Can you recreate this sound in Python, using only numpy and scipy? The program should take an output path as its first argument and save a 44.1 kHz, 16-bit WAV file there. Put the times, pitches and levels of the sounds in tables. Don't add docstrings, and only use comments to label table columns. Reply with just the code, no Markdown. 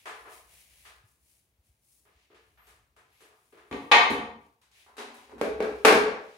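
import sys
import numpy as np
from scipy import signal
from scipy.fft import rfft, irfft, next_fast_len
from scipy.io import wavfile
from scipy.ndimage import uniform_filter1d, minimum_filter1d

SR = 44100
rng = np.random.default_rng(int(sys.argv[2]) if len(sys.argv) > 2 else 0)


def to_wav(s):
    ch = np.atleast_2d(s).T
    pcm = np.round(np.clip(ch, -1, 1) * 32767)
    wavfile.write(sys.argv[1], SR, pcm.astype(np.int16))


N = 280917
TIME = np.arange(N) / SR
BLOW_SAMPLES = 32768
BLOW_TIME = np.arange(BLOW_SAMPLES) / SR
BLOW_HZ = np.fft.rfftfreq(BLOW_SAMPLES, 1 / SR)


def amp(db):
    return 10 ** (np.asarray(db) / 20)


def unit(x):
    return x / np.sqrt(np.mean(abs(x) ** 2) + 1e-30)


def read(points, hz):
    f, value = np.transpose(points)
    return np.interp(np.log(hz + 1), np.log(f + 1), value)


def add(mix, s, sound):
    part = mix[:, max(round(s * SR), 0):][:, :sound.shape[-1]]
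    part += sound[..., :part.shape[1]]


def causal(gain):
    cepstrum = irfft(np.log(gain + 1e-7))
    cepstrum[1:BLOW_SAMPLES // 2] *= 2
    cepstrum[BLOW_SAMPLES // 2 + 1:] = 0
    return np.exp(rfft(cepstrum))


def shelf(corner_hz, order):
    return 1 - 1 / (1 + (BLOW_HZ / corner_hz) ** order)


def swell(middle_s, length_s, linger_s):
    arch = np.cos(np.pi * np.clip((TIME - middle_s) / length_s, -.5, .5)) ** 4
    keep = np.exp(-1 / (linger_s * SR))
    return signal.lfilter([1 - keep], [1, -keep], arch, zi=[keep * arch[0]])[0]


# f/Hz, side level over middle level/dB
STEREO_WIDTH = [(60, -12.5), (180, -21), (420, -10.5), (700, -8.5), (1200, 2), (16000, -5)]

def diffuse(size):
    middle, side = rfft(rng.standard_normal((2, size)))
    width = amp(read(STEREO_WIDTH, np.fft.rfftfreq(size, 1 / SR)))
    return np.array([middle + width * side, middle - width * side]) / np.sqrt(1 + width ** 2)


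def noise(tone):
    size = next_fast_len(N)
    gain = amp(read(tone, np.fft.rfftfreq(size, 1 / SR)))
    return unit(irfft(diffuse(size) * gain, size)[:, :N])


# f/Hz, relative level/dB
HISS_TONE = [(30, -24.5), (100, -11), (170, -20.5), (300, -22), (1000, -28.5), (3000, -34), (10000, -40),
             (16000, -35)]

def room_hiss(level_db=-77.5):
    return amp(level_db) * noise(HISS_TONE)


# middle t/s, length/s, level/dB
WEIGHT_SHIFTS = [(.6, 2.2, -70), (2.7, 1.3, -72), (5.55, .7, -53.5), (6, .75, -61.5)]
# f/Hz, relative level/dB
RUMBLE_TONE = [(20, -29), (38, -15), (62, 6), (80, -8), (110, -11), (170, -15.5), (400, -47.5)]

def rumble(resting_db=-82):
    moving = sum(amp(db) ** 2 * swell(s, length, linger_s=.02) for s, length, db in WEIGHT_SHIFTS)
    return np.sqrt(amp(resting_db) ** 2 + moving) * noise(RUMBLE_TONE)


# middle t/s, length/s, light hiss level/dB, firm hiss over light/dB
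CLOTH_STROKES = [(-.01, .2, -66, 2), (.17, .22, -65.5, -4), (.325, .16, -54, -3), (.545, .26, -57.5, -2.5),
                 (.77, .44, -61.3, -1.5), (1.08, .14, -68.5, -17), (1.29, .32, -66.3, -10),
                 (1.66, .12, -71.5, -8), (1.91, .34, -65.2, -18), (2.18, .3, -82, 12), (2.47, .4, -79, 2),
                 (2.68, .22, -71, 3.5), (3.19, .36, -72.5, 6), (3.46, .55, -72.5, -6), (3.8, .5, -69, -5),
                 (4.43, .16, -77, 3), (4.78, .2, -67, 7), (5.17, .36, -70, 10), (5.77, .4, -69, 8),
                 (6.28, .4, -73, 12)]

def cloth(grain=0.13, resting_db=-88):
    light_power = firm_power = amp(resting_db) ** 2
    for s, length, db, pressure_db in CLOTH_STROKES:
        power = amp(db) ** 2 * swell(s, length, linger_s=.038)
        light_power = light_power + power
        firm_power = firm_power + amp(pressure_db) ** 2 * power
    light = noise([(200, -23.5), (2000, -15), (5000, -4), (6500, -1.5), (7800, -2), (10500, 3),
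                   (13000, -6), (16000, -3.5)])
    firm = noise([(150, -17), (500, -6), (1400, -6.5), (2200, 5.5), (4000, -1), (7000, -8),
                  (16000, -34.5)])
    catches = np.exp(grain * unit(uniform_filter1d(rng.standard_normal(N), size=200)))
    return unit(catches) * (np.sqrt(light_power) * light + np.sqrt(firm_power) * firm)


def direct(tone, push_db, crack_db, crack_s=.002):
    burst = rng.standard_normal((2, BLOW_SAMPLES)) * np.exp(-BLOW_TIME / crack_s)
    scattered = shelf(1200, order=4)
    push = causal(tone * (1 - scattered))
    crack = causal(tone * scattered) * unit(rfft(burst))
    return amp(push_db) * push + amp(crack_db) * crack


# f/Hz, time to fade by 60 dB/s
ROOM_RING = [(80, 0.8), (250, 0.44), (500, 0.63), (1000, 0.65), (2500, 0.55), (5000, 0.51), (10000, 0.37),
             (16000, 0.23)]

def room(tone, ringing, early_db, build_s=0.011, early_s=0.011, onset_s=0.00033):
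    wash = irfft(diffuse(BLOW_SAMPLES) * ringing)
    hz, t, bands = signal.stft(wash, SR, nperseg=256)
    decay = amp(-60 * t / read(ROOM_RING, hz)[:, None])
    tail = signal.istft(bands * decay, SR, nperseg=256)[1][:, :BLOW_SAMPLES]
    early = amp(early_db) * np.exp(-BLOW_TIME / early_s)
    late = 1 - np.exp(-BLOW_TIME / build_s)
    onset = 1 - np.exp(-BLOW_TIME / onset_s)
    echoes = rfft(tail * np.hypot(late, early) * onset)
    sent = uniform_filter1d(tone ** 2, size=30)
    returned = uniform_filter1d((abs(echoes) ** 2).mean(0), size=30)
    return echoes * causal(np.sqrt(abs(sent) / (abs(returned) + 1e-12)))


def strike(blows, body_tone, notes, bass_hz, push_db, crack_db, early_db):
    peaks = sum(amp(db) ** 2 / (1 + (2 * (BLOW_HZ - hz) / width) ** 2) for hz, width, db in notes)
    ringing = np.sqrt(1 + peaks)
    response = amp(read(body_tone, BLOW_HZ)) * ringing
    bass, treble, top = 1 - shelf(bass_hz, order=6), shelf(2100, order=3), shelf(7000, order=4)
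    fade = np.minimum(np.linspace(2, 0, BLOW_SAMPLES), 1) ** 2
    out = np.zeros((2, N))
    for s, db, bass_db, treble_db, top_db in blows:
        tone = unit(response * amp(bass_db * bass + treble_db * treble + top_db * top))
        sound = irfft(unit(direct(tone, push_db, crack_db) + room(tone, ringing, early_db)))
        add(out, s, amp(db) * np.sqrt(SR / 20) * fade * sound)
    return out


# t/s, level/dB, bass/dB, treble/dB, top treble/dB
JIG_CLICKS = [(.056, -38.2, -1.5, -1, 4), (.085, -49, 0, 5, 6), (.256, -46.5, 1.5, -9, 0),
              (.851, -50.7, -3, 10.5, 0), (2.052, -64, 7, 2, -12), (2.302, -58.5, 19, 6, -14),
              (2.345, -59.7, 3, 10.5, -5), (2.574, -60, -9, 0.5, -20), (2.67, -57.7, 2.5, 4.5, 14),
              (2.964, -58.2, 2.5, 1, 9.5), (3.206, -55.7, 13, 7.5, 11), (3.303, -64, -9, -20, 8),
              (3.524, -54.7, 19.5, 4, -9), (3.572, -55.7, 7, 1.5, -3)]
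# f/Hz, relative level/dB
JIG_TONE = [(60, -35.5), (290, -18.5), (380, -10.5), (700, -7), (1200, -3), (1800, -3.5), (2500, -7.5),
            (5000, -20.5), (10000, -28), (16000, -46)]
# f/Hz, width/Hz, boost/dB
JIG_NOTES = [(318.4, 5.4, 11), (364, 17, 7.5), (423, 11, 12.5), (451, 14, 9), (640, 5.7, 11), (730, 22, 7),
             (869, 11, 6.5), (1021, 27, 6), (1217, 87, 5), (1700, 32, 4.5)]

def jig():
    return strike(JIG_CLICKS, JIG_TONE, JIG_NOTES, bass_hz=570, push_db=-17, crack_db=-25.5, early_db=-4)


# t/s, length/s, start f/Hz, end f/Hz, level/dB
CLOTH_SQUEAKS = [(.18, .13, 10800, 11200, -75), (0.547, .13, 11900, 12400, -73),
                 (2.56, 0.18, 12900, 11200, -72.5), (3.1, 0.21, 11300, 11600, -77)]

def squeaks(waver=0.021):
    out = np.zeros((2, N))
    for s, length, start_hz, end_hz, db in CLOTH_SQUEAKS:
        count = int(length * SR)
        wobble = unit(uniform_filter1d(rng.standard_normal((2, BLOW_SAMPLES)), size=60))[:, :count]
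        hz = np.linspace(start_hz, end_hz, count) * (1 + waver * wobble)
        glide = np.sin(2 * np.pi * np.cumsum(hz, 1) / SR)
        add(out, s, amp(db) * unit(glide * signal.windows.tukey(count, .5)))
    return out


# t/s, level/dB, f/Hz
SOFT_BUMPS = [(1.036, -55, 106), (1.584, -60, 70), (1.69, -58.5, 68), (2.15, -59, 65), (2.47, -64, 74.5),
              (2.822, -62, 61.5)]

def bumps(rise_s=0.0079):
    out = np.zeros((2, N))
    pulse = BLOW_TIME / rise_s * np.exp(1 - BLOW_TIME / rise_s)
    for s, db, hz in SOFT_BUMPS:
        add(out, s, amp(db) * pulse * np.sin(2 * np.pi * hz * BLOW_TIME))
    return out


def clatter(s, db, bass_db, treble_db, top_db, contacts=6):
    first_gap_s, gap_growth, longest_gap_s = .0047, 2.15, .0178
    loss, deepen, soften = 350, 230, 70
    gaps = np.minimum(first_gap_s * gap_growth ** np.arange(contacts - 1), longest_gap_s)
    return [(s + t, db - loss * t, bass_db + deepen * t, treble_db - soften * t, top_db)
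            for t in np.append(0, np.cumsum(gaps))]


# t/s, level/dB, bass/dB, treble/dB, top treble/dB
STOOL_KNOCKS = [(3.712, -37, 18.5, -7, 12), (3.726, -34.7, 18, -3.5, 8), (3.9145, -19, -1, 2.5, 0),
                (4.103, -33.5, 19.5, -3.5, 27), (4.112, -29.5, 17, -11, 17), (4.155, -36, 7, -8, 1)]
KNIFE_LANDING = (3.918, -13.8, -12, 2.5, -5.5)
# f/Hz, relative level/dB
STOOL_TONE = [(40, -45.5), (110, -25), (170, -20), (230, -19), (450, -11.5), (700, -9), (1050, -2),
              (1400, -8.5), (2100, -4.5), (4000, -14), (5500, -22), (7000, -31), (10000, -37.5),
              (16000, -50)]
# f/Hz, width/Hz, boost/dB
STOOL_AND_ROOM_NOTES = [(63.4, 17, 18), (231.3, 7, 17), (280, 23, 13), (294.3, 21, 2.3), (401.6, 5.2, 17),
                        (471, 13, 15), (538, 11, 12), (618, 6.3, 1.7), (725, 32, 14), (842.4, 24, 13),
                        (928, 10, 14.6), (1168, 36, 13), (1490, 23, 8), (1582, 24, 7), (1855, 21, 13.1),
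                        (2100, 14, 10), (2260, 130, 6), (2555, 69, 9), (3075, 22, 13), (3280, 31, 5.4),
                        (3480, 51, 7.3), (3737, 85, 5.2), (3973, 79, 4.9), (4240, 75, 5.7), (6440, 88, 11),
                        (6520, 79, 8), (6920, 100, 7.9), (9770, 200, 8.1)]

def stool():
    return strike(STOOL_KNOCKS + clatter(*KNIFE_LANDING), STOOL_TONE, STOOL_AND_ROOM_NOTES,
                  bass_hz=480, push_db=-9, crack_db=-14, early_db=3.5)


# t/s, level/dB, bass/dB, treble/dB, top treble/dB
CASE_KNOCKS = [(4.615, -65, -19, 14, -1), (4.714, -66, -22, 27, -8), (4.864, -56.5, -15, -9.5, 3),
               (4.968, -48.5, -12, 10, -1.5), (4.981, -37.7, -1, 7.5, -8), (5.143, -52, -4.5, -3, 12.5),
               (5.295, -53, -6, -3, -4), (5.317, -45, 12, -16, 3), (5.381, -49.5, -10, -1, -3)]
# f/Hz, relative level/dB
CASE_TONE = [(50, -33), (170, -26), (240, -9.5), (400, -4.5), (600, -7), (1000, -2), (2000, -9),
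             (4000, -19.5), (7500, -24.5), (10000, -25), (16000, -40)]
# f/Hz, width/Hz, boost/dB
CASE_NOTES = [(235.5, 8.9, 15.7), (276, 7.4, 11), (396.4, 7.5, 15), (425, 12, 15.6), (543, 7.1, 9.1),
              (759, 30, 4.2), (876, 12, 4.5), (1004, 20, 3.7), (3900, 39, 9.9)]

def grinder_case():
    return strike(CASE_KNOCKS, CASE_TONE, CASE_NOTES,
                  bass_hz=535, push_db=-9, crack_db=-25, early_db=-2.5)


# t/s, level/dB, bass/dB, treble/dB, top
# treble/dB
TROUGH_KNOCKS_AND_SNAP = [(5.413, -23.8, 12, -4.5, 2), (5.604, -23.8, 10, -8.5, -5.5),
                          (5.625, -37, 9, 4, -2), (5.849, -16.5, -8, -6.5, 1),
                          (5.8515, -16.5, -19, -1.5, 3), (5.853, -13.5, 9.5, 6, -6),
                          (5.884, -18.5, -15, -6, -6), (5.925, -17.5, 18, 3.5, 2),
                          (6.083, -33.5, -2, -8.5, -13)]
# f/Hz, relative level/dB
TROUGH_TONE = [(35, -82), (70, -28), (120, -30), (220, -11.5), (330, -8), (440, 3.5), (600, 0.5),
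               (950, -2.5), (1600, 2), (2500, -7.5), (3500, -8.5), (5500, -14), (7800, -20.5),
               (10500, -20.5), (16000, -36)]
# f/Hz, width/Hz, boost/dB
TROUGH_AND_ROOM_NOTES = [(67, 10.6, 12.7), (157, 9.5, 7), (197, 12, 8.8), (225, 8.7, 9.3), (272.6, 8.6, 8),
                         (297, 13, 11.1), (337.5, 8, 1.5), (430.4, 19, 14.15), (495, 7.2, 4.7),
                         (574.3, 4.3, 12.8), (646, 4.7, 16.5), (822, 29, 4.1), (782, 36, 6.7),
                         (917, 30, 5.2), (1150, 11, 2.4), (1137, 69, 5.8), (1336, 6, 2.7), (1610, 34, 2.65),
                         (1950, 15, 2.2), (2250, 78, 7.8), (2390, 130, 7.2), (2500, 18, 10),
                         (2700, 75, 5.6), (4340, 32, 2.1)]

def water_trough():
    return strike(TROUGH_KNOCKS_AND_SNAP, TROUGH_TONE, TROUGH_AND_ROOM_NOTES,
                  bass_hz=570, push_db=-3, crack_db=-6.5, early_db=1)


def scene():
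    knocks = jig() + stool() + grinder_case() + water_trough()
    return knocks + cloth() + squeaks() + bumps() + room_hiss() + rumble()


# f/Hz, left over right/dB
LEFT_BOOST = [(350, 1), (700, 0.2), (1400, 2.5), (2800, 1.5), (5600, 0.9), (10000, 5.5), (14000, 0)]

def record(dry, lowest_hz=46, highest_hz=15850, ceiling=.97):
    size = next_fast_len(N + BLOW_SAMPLES)
    tilt_db = read(LEFT_BOOST, np.fft.rfftfreq(size, 1 / SR)) * np.array([[.5], [-.5]])
    heard = irfft(rfft(dry, size) * amp(tilt_db), size)[:, :N]
    lean = signal.sosfilt(signal.butter(4, lowest_hz, "highpass", fs=SR, output="sos"), heard)
    safe_gain = ceiling / np.maximum(abs(lean).max(0), ceiling)
    held = lean * uniform_filter1d(minimum_filter1d(safe_gain, size=161), size=161)
    top_cut = signal.firwin(511, highest_hz, window=("kaiser", 9), fs=SR)
    return signal.oaconvolve(held, top_cut[None], "same", axes=1)


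dry = scene()
out = record(dry)
to_wav(out)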